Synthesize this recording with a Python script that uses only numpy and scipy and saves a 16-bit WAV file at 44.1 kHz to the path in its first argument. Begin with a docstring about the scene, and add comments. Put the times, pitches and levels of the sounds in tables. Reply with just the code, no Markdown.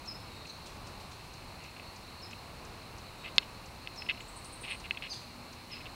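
"""An owl tears at its prey on a wooden deck rail at night, close to a small outdoor camera.
Each beak snap is one ringing contact; pulls and nibbles are runs of tiny slips of the same kind.
Far birds chirp, whistle and squeak (gliding sines), scold and trill (noise bursts); thin ticks fall.
The hillside echoes them. Under all: town rumble, faint hum, a far insect chorus and camera hiss.
A distant motor comes in near the end."""
import sys
import numpy as np
from scipy import signal
from scipy.fft import rfft, irfft, next_fast_len
from scipy.io import wavfile
from scipy.ndimage import map_coordinates

SR = 44100
rng = np.random.default_rng(int(sys.argv[2]) if len(sys.argv) > 2 else 0)


def dump_mix(stems):
    """Bounce the given channels to the path in sys.argv[1] as a 16-bit WAV at rate SR."""
    frames = np.atleast_2d(stems).T  # one column per channel
    limited = np.clip(frames, -1, 1)  # hard clip at full scale
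    pcm = np.round(limited * 32767).astype(np.int16)
    wavfile.write(sys.argv[1], SR, pcm)


N = 262395
TIME_S = np.arange(N) / SR

# town rumble: (frequency [Hz], relative density [dB])
TOWN_SPECTRUM = [(10, -35), (27, -0.5), (90, 0.5), (200, -4.5), (400, -9.5), (650, -9), (900, -7),
                 (1150, -8.5), (1500, -15.5), (2200, -23), (5000, -70.5)]
# hum: (frequency [Hz], level [dB])
HUM_TONES = [(85, -68), (113, -66.5), (356, -70.5)]
# shrill insect band: (frequency [Hz], relative density [dB])
INSECT_SPECTRUM = [(3000, -52), (3800, -6.5), (4200, 3.5), (4480, -2.5), (4800, -34), (6000, -53.5)]
# chorus swell: (time [s], level before lift [dB])
INSECT_SWELL = [(0.0, -59), (0.61, -57), (0.86, -61.5), (1.67, -59.5), (2.17, -56), (2.48, -61.5),
                (3.48, -60.5), (5.15, -58), (5.42, -60), (5.95, -58.5)]
# camera hiss: (frequency [Hz], relative density [dB])
HISS_SPECTRUM = [(700, -12.5), (1700, -9), (2200, -3), (2650, -1), (3250, -10), (3750, -7), (4230, -6.5),
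                 (4700, -8), (6000, -14), (7500, -16), (8800, -15), (11000, -19), (15700, -22.5)]
# ticks, about three a second with pauses: (time [s])
TICK_TIMES_S = [.056, .467, .870, 1.335, 1.635, 1.959, 2.307, 2.647, 2.979, 3.357, 3.656, 3.958, 4.442,
                4.797, 5.526]
# one bird, about every 2 s: (time [s], level [dB], final pitch [Hz])
CHIRP_NOTES = [(0.071, -40.5, 5088), (2.218, -48, 5088), (3.97, -44.5, 5132), (5.71, -46.5, 5013)]
# held whistles: (time [s], level [dB])
WHISTLE_NOTES = [(.28, -59), (3.14, -59)]
# one beak contact: (frequency [Hz], gain [dB])
CONTACT_SPECTRUM = [(200, -30), (900, -17.5), (1450, -12.5), (2150, -3), (2620, 8), (3050, -1.5),
                    (3600, -9), (4300, -15.5), (5300, -20), (6050, -39), (6900, -33.5), (8000, -52.5),
                    (9000, -47.5), (11000, -78.5), (14500, -109)]
# harder contact, broader spectrum: (frequency [Hz], gain per hardness [dB/dB])
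HARDNESS_SLOPE = [(1100, 0.65), (2000, 0.1016), (2650, 0), (3500, 1), (5000, 1.1849), (7000, 1.83)]
# ring after a contact: (frequency [Hz], gain over contact [dB], t60 [s])
RING_MODES = [(1175, -5.5, 0.02), (1651, 1.5, 0.0435), (2087.5, 6, 0.0262), (2640, -5.5, 0.0313),
              (2924, -3.5, 0.0197), (3322, -1.5, 0.0122), (3713.3, 7, 0.014), (4278.6, 12, 0.0186),
              (4946, 2, 0.019)]
# quick bites: (time [s], rms [dB])
BEAK_NIBBLES = [(.452, -48.5), (1.765, -48.5), (2.308, -50.5), (2.328, -44), (4.018, -41), (4.061, -47.5),
                (4.145, -50), (4.173, -49.5), (4.203, -43.5), (4.946, -48.5), (4.971, -38.5)]
# squeaks: (time [s], length [s], first pitch [Hz], final pitch [Hz], level [dB], bend, upper voice [Hz])
SQUEAK_NOTES = [(.485, 0.02564, 4687, 4112, -44.5, 2.47, 6650), (5.091, .048, 5306, 2975, -40, .33, 6355)]
# scolding: (time [s], level [dB])
SCOLD_NOTES = [(.655, -50.5), (.857, -55.5), (0.997, -56), (1.107, -54), (1.24, -60), (5.127, -48.5)]
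# hoarse colour: (frequency [Hz], relative density [dB])
SCOLD_SPECTRUM = [(2000, -11), (3600, 2.5), (5000, 0), (7000, -5.5), (9000, -10), (12500, -24.5),
                  (15000, -39.5)]
# sharp snaps: (time [s], peak before cap [dB], hardness [dB])
BEAK_SNAPS = [(1.212, -41.5, 2), (1.7975, -34.5, -8), (3.3823, 0, 14.5), (3.3841, -19, 0.5),
              (3.8738, -23, 1.5), (4.0971, -19, -6.5), (4.1031, -21.5, 3), (4.111, -23.5, -8.5),
              (4.7215, -24, -2.5), (4.9093, -14.5, -4), (5.0232, -27, -1), (5.0689, -31.5, -0.5),
              (5.857, -33.5, 6)]
# pulls: (time [s], length [s], rms [dB], hardness [dB], flesh gives at [share of length])
BEAK_PULLS = [(1.6, 0.106, -56, -7, 0.51), (3.236, 0.0308, -43.5, -5.5, 0.82),
              (3.271, 0.0178, -46, -2.5, .6), (3.413, 0.0244, -49, 4, 0.72), (4.087, .03, -33.5, -4, 0.138),
              (4.632, 0.0334, -44.5, 1.5, 0.39), (4.664, 0.0908, -42, 0.5, 0.48),
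              (4.84, 0.0276, -46, -0.5, 0.52), (5.021, 0.057, -44, -0.5, 0.091),
              (5.702, .086, -50, -1, 0.35), (5.802, 0.018, -49.5, -5.5, 0.34),
              (5.856, 0.0178, -47.5, 3, 0.19)]


def amp(db):
    return 10 ** (np.asarray(db) / 20)


def unit_rms(x):
    return x / np.sqrt(np.mean(x ** 2) + 1e-20)


def along(points, hz):
    """Interpolate (frequency [Hz], value) points on a log axis."""
    knots_hz, values = np.transpose(points)
    return np.interp(np.log(hz + 1), np.log(knots_hz + 1), values)


def wobble(rate_hz):
    """Smooth random curve, rate_hz knots a second."""
    return map_coordinates(rng.standard_normal(int(N * rate_hz / SR) + 4), [TIME_S * rate_hz])


def filtered(x, response):
    """Apply a gain that depends on frequency."""
    size = next_fast_len(len(x) + 8192)
    return irfft(rfft(x, size) * response(np.fft.rfftfreq(size, 1 / SR)), size)[:len(x)]


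def noise(spectrum):
    """Coloured noise, rms 1."""
    return unit_rms(filtered(rng.standard_normal(N), lambda hz: amp(along(spectrum, hz))))


def tone(hz, wander_rad):
    """Sine with wandering phase, rms 1."""
    return np.sqrt(2) * np.sin(2 * np.pi * hz * TIME_S + wander_rad * wobble(4.968))


def town(level_db=-49.5, lull_db=-1.97, lull_span_s=(4.43, 5.38), flutter_db=0.9929):
    """The town below: a rumble that eases near the end, and a faint hum."""
    easing_db = np.interp(TIME_S, lull_span_s, [0, lull_db])
    rumble = amp(level_db + easing_db + flutter_db * wobble(7.052)) * noise(TOWN_SPECTRUM)
    hum = sum(amp(db) * tone(hz, wander_rad=0.835) for hz, db in HUM_TONES)
    return rumble + hum


def insects(lift_db=1.0, pulse_db=1.5):
    """Far, shrill chorus: a noise band that swells slowly and pulses."""
    swell_db = np.interp(TIME_S, *np.transpose(INSECT_SWELL))
    return amp(swell_db + lift_db + pulse_db * wobble(14)) * noise(INSECT_SPECTRUM)


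def camera_hiss(level_db=-55.0):
    """The camera's own steady noise."""
    return amp(level_db) * noise(HISS_SPECTRUM)


def ticks(level_db=-54.0, first_hz=9600, final_hz=3400, length_s=0.011, echo_s=0.0046, echo_db=-6):
    """Fast downward sweeps, all alike, each doubled by a nearby surface."""
    out = np.zeros(N)
    progress = np.linspace(0, 1, round(length_s * SR))
    hz = first_hz * (final_hz / first_hz) ** progress
    sweep = np.sqrt(2) * np.sin(np.pi * progress) * np.sin(2 * np.pi * np.cumsum(hz) / SR)
    for time_s in TICK_TIMES_S:
        add(out, time_s, amp(level_db) * sweep)
        add(out, time_s + echo_s, amp(level_db + echo_db) * sweep)
    return out


def add(track, time_s, sound):
    """Mix a sound into a track."""
    part = track[max(round(time_s * SR), 0):][:len(sound)]
    part += sound[:len(part)]


def note(length_s, first_hz, final_hz, bend, warble_depth_hz, waver=0.0088, warble_hz=135, late=1):
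    """Whistled note: swells, warbles, falls. bend > 1 drops early; late > 1 delays the swell."""
    progress = np.linspace(0, 1, round(length_s * SR))
    glide_hz = final_hz + (first_hz - final_hz) * (1 - progress) ** bend
    hz = glide_hz * (1 + waver * wobble(386.6)[:len(progress)])
    hz += warble_depth_hz * np.sin(2 * np.pi * warble_hz * length_s * progress)
    swell = np.sin(np.pi * progress ** late)
    return np.sqrt(2) * swell * np.sin(2 * np.pi * np.cumsum(hz) / SR)


def chirps(length_s=0.0365, fall_ratio=1.145):
    """A far bird repeats one short falling note."""
    out = np.zeros(N)
    for time_s, db, final_hz in CHIRP_NOTES:
        chirp = note(length_s, fall_ratio * final_hz, final_hz, bend=3.57, warble_depth_hz=60)
        add(out, time_s, amp(db) * chirp)
    return out


def whistles(length_s=0.169, first_hz=3820, final_hz=3750, high_tone_ratio=2.07, high_tone_db=-15):
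    """A held, wavering whistle; a faint, thin tone near 8 kHz sounds with it."""
    out = np.zeros(N)
    for time_s, db in WHISTLE_NOTES:
        for ratio, tone_db in [(1, 0), (high_tone_ratio, high_tone_db)]:
            held = note(length_s, ratio * first_hz, ratio * final_hz,
                        bend=0.99, warble_depth_hz=70, waver=0.0143)
            add(out, time_s, amp(db + tone_db) * held)
    return out


def contact(hardness_db, size=2048):
    """One contact: a short pulse and its brief ring. Harder is brighter."""
    hz, time_s = np.fft.rfftfreq(size, 1 / SR), TIME_S[:size]
    gain_db = along(CONTACT_SPECTRUM, hz) + hardness_db * along(HARDNESS_SLOPE, hz)
    cepstrum = irfft(np.log(amp(gain_db)))
    cepstrum[1:size // 2] *= 2  # fold to minimum phase: a causal pulse
    cepstrum[size // 2 + 1:] = 0
    ring = np.zeros(size)
    for mode_hz, db, t60_s in RING_MODES:
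        fade = 1000 ** (-time_s / t60_s)
        ring += 2 * amp(db) * fade / fade.sum() * np.cos(2 * np.pi * mode_hz * time_s)
    return irfft(np.exp(rfft(cepstrum)) * (1 + rfft(ring)))


def tear(length_s, hardness_db, gives_at, slips_per_s=2800, spread_db=4.5, swell_db=8):
    """Tiny slips, each a contact, grow until the flesh gives, then ease; rms 1 over length_s."""
    count = round(length_s * SR)
    tension = np.interp(np.linspace(0, 1, count), [0, gives_at, 1], [0, 1, 0])
    slips = (rng.random(count) < slips_per_s / SR) * rng.choice([-1, 1], count)
    strength = amp(spread_db * rng.standard_normal(count) + swell_db * tension)
    sound = signal.fftconvolve(slips * strength, contact(hardness_db))
    return sound * np.sqrt(count / (np.sum(sound ** 2) + 1e-12))


def nibbles(length_s=0.0077, hardness_db=-3.5):
    """Quick bites, each a very short tear."""
    out = np.zeros(N)
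    for time_s, db in BEAK_NIBBLES:
        add(out, time_s, amp(db) * tear(length_s, hardness_db, gives_at=0.444))
    return out


def squeaks(octave_db=-25, upper_db=-11, upper_sag_ratio=0.91):
    """Harsh two-voiced bird notes: a falling voice with its octave, and a sagging upper voice."""
    out = np.zeros(N)
    for time_s, length_s, first_hz, final_hz, db, bend, upper_hz in SQUEAK_NOTES:
        partials = [(first_hz, final_hz, 0), (2 * first_hz, 2 * final_hz, octave_db),
                    (upper_hz, upper_sag_ratio * upper_hz, upper_db)]
        for from_hz, to_hz, partial_db in partials:
            partial = note(length_s, from_hz, to_hz, bend, warble_depth_hz=221, waver=0.0271, late=1.34)
            add(out, time_s, amp(db + partial_db) * partial)
    return out


def rasp(length_s, colour):
    """One hoarse note: a short swell of coloured noise."""
    swell = np.sin(np.linspace(0, np.pi, round(length_s * SR)))
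    return swell * unit_rms(filtered(rng.standard_normal(len(swell)), colour))


def scolds(length_s=0.0242):
    """A small bird's broad, hoarse notes."""
    out = np.zeros(N)
    for time_s, db in SCOLD_NOTES:
        add(out, time_s, amp(db) * rasp(length_s, lambda hz: amp(along(SCOLD_SPECTRUM, hz))))
    return out


def snaps(peak_cap=0.98):
    """Single sharp contacts of beak and talons; the hardest one bounces."""
    out = np.zeros(N)
    for time_s, db, hardness_db in BEAK_SNAPS:
        hit = contact(hardness_db)
        add(out, time_s, min(amp(db), peak_cap) * hit / np.abs(hit).max())
    return out


def pulls():
    """The beak pulls at the prey: longer tears."""
    out = np.zeros(N)
    for time_s, length_s, db, hardness_db, gives_at in BEAK_PULLS:
        add(out, time_s, amp(db) * tear(length_s, hardness_db, gives_at))
    return out


def trill(start_s=4.197, gap_s=0.078, slowing_s=0.002, notes=7, note_s=0.0271,
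          top_hz=9000, climb_hz=1650, width_hz=700, top_db=-51, swell_db=9, settle_notes=1.61):
    """High, slowing trill. Effort builds over the first notes and lifts pitch and level."""
    out = np.zeros(N)
    for k in range(notes):
        time_s = start_s + k * gap_s + slowing_s * k * (k - 1) / 2
        reserve = np.exp(-k / settle_notes)
        centre_hz = top_hz - climb_hz * reserve
        burst = rasp(note_s, lambda hz: np.exp(-0.5 * ((hz - centre_hz) / width_hz) ** 2))
        add(out, time_s, amp(top_db - swell_db * reserve) * burst)
    return out


def motor(start_s=5.2, rise_s=0.083, hz=242.9, level_db=-57.5, fade_db_per_s=6.5):
    """A distant motor's tone comes in, then fades a little."""
    running_s = np.maximum(TIME_S - start_s, 0)
    onset = np.minimum(running_s / rise_s, 1)
    return onset * amp(level_db - fade_db_per_s * running_s) * tone(hz, wander_rad=0.18)


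def hillside(x, t60_s, wet_db):
    """Trees and slopes scatter a diffuse tail after a sound."""
    tail = rng.standard_normal(SR) * 1000 ** (-TIME_S[:SR] / t60_s)
    return x + amp(wet_db) * signal.fftconvolve(x, tail / np.linalg.norm(tail))[:N]


def scene():
    """Near owl almost dry, far birds with the hillside's tail, background under all."""
    background = town() + insects() + camera_hiss() + motor()
    birds = hillside(ticks(), t60_s=0.186, wet_db=-5.5)
    birds += hillside(chirps() + whistles() + squeaks(), t60_s=0.492, wet_db=-1.5)
    birds += hillside(scolds() + trill(), t60_s=0.55, wet_db=1.0)
    owl = hillside(nibbles() + snaps() + pulls(), t60_s=0.186, wet_db=-34.5)
    return (owl + birds + background)[None]


def record(dry, band_limit_hz=15800):
    """The camera keeps nothing above its band limit."""
    return filtered(dry[0], lambda hz: hz < band_limit_hz)[None]


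dry = scene()
out = record(dry)
dump_mix(out)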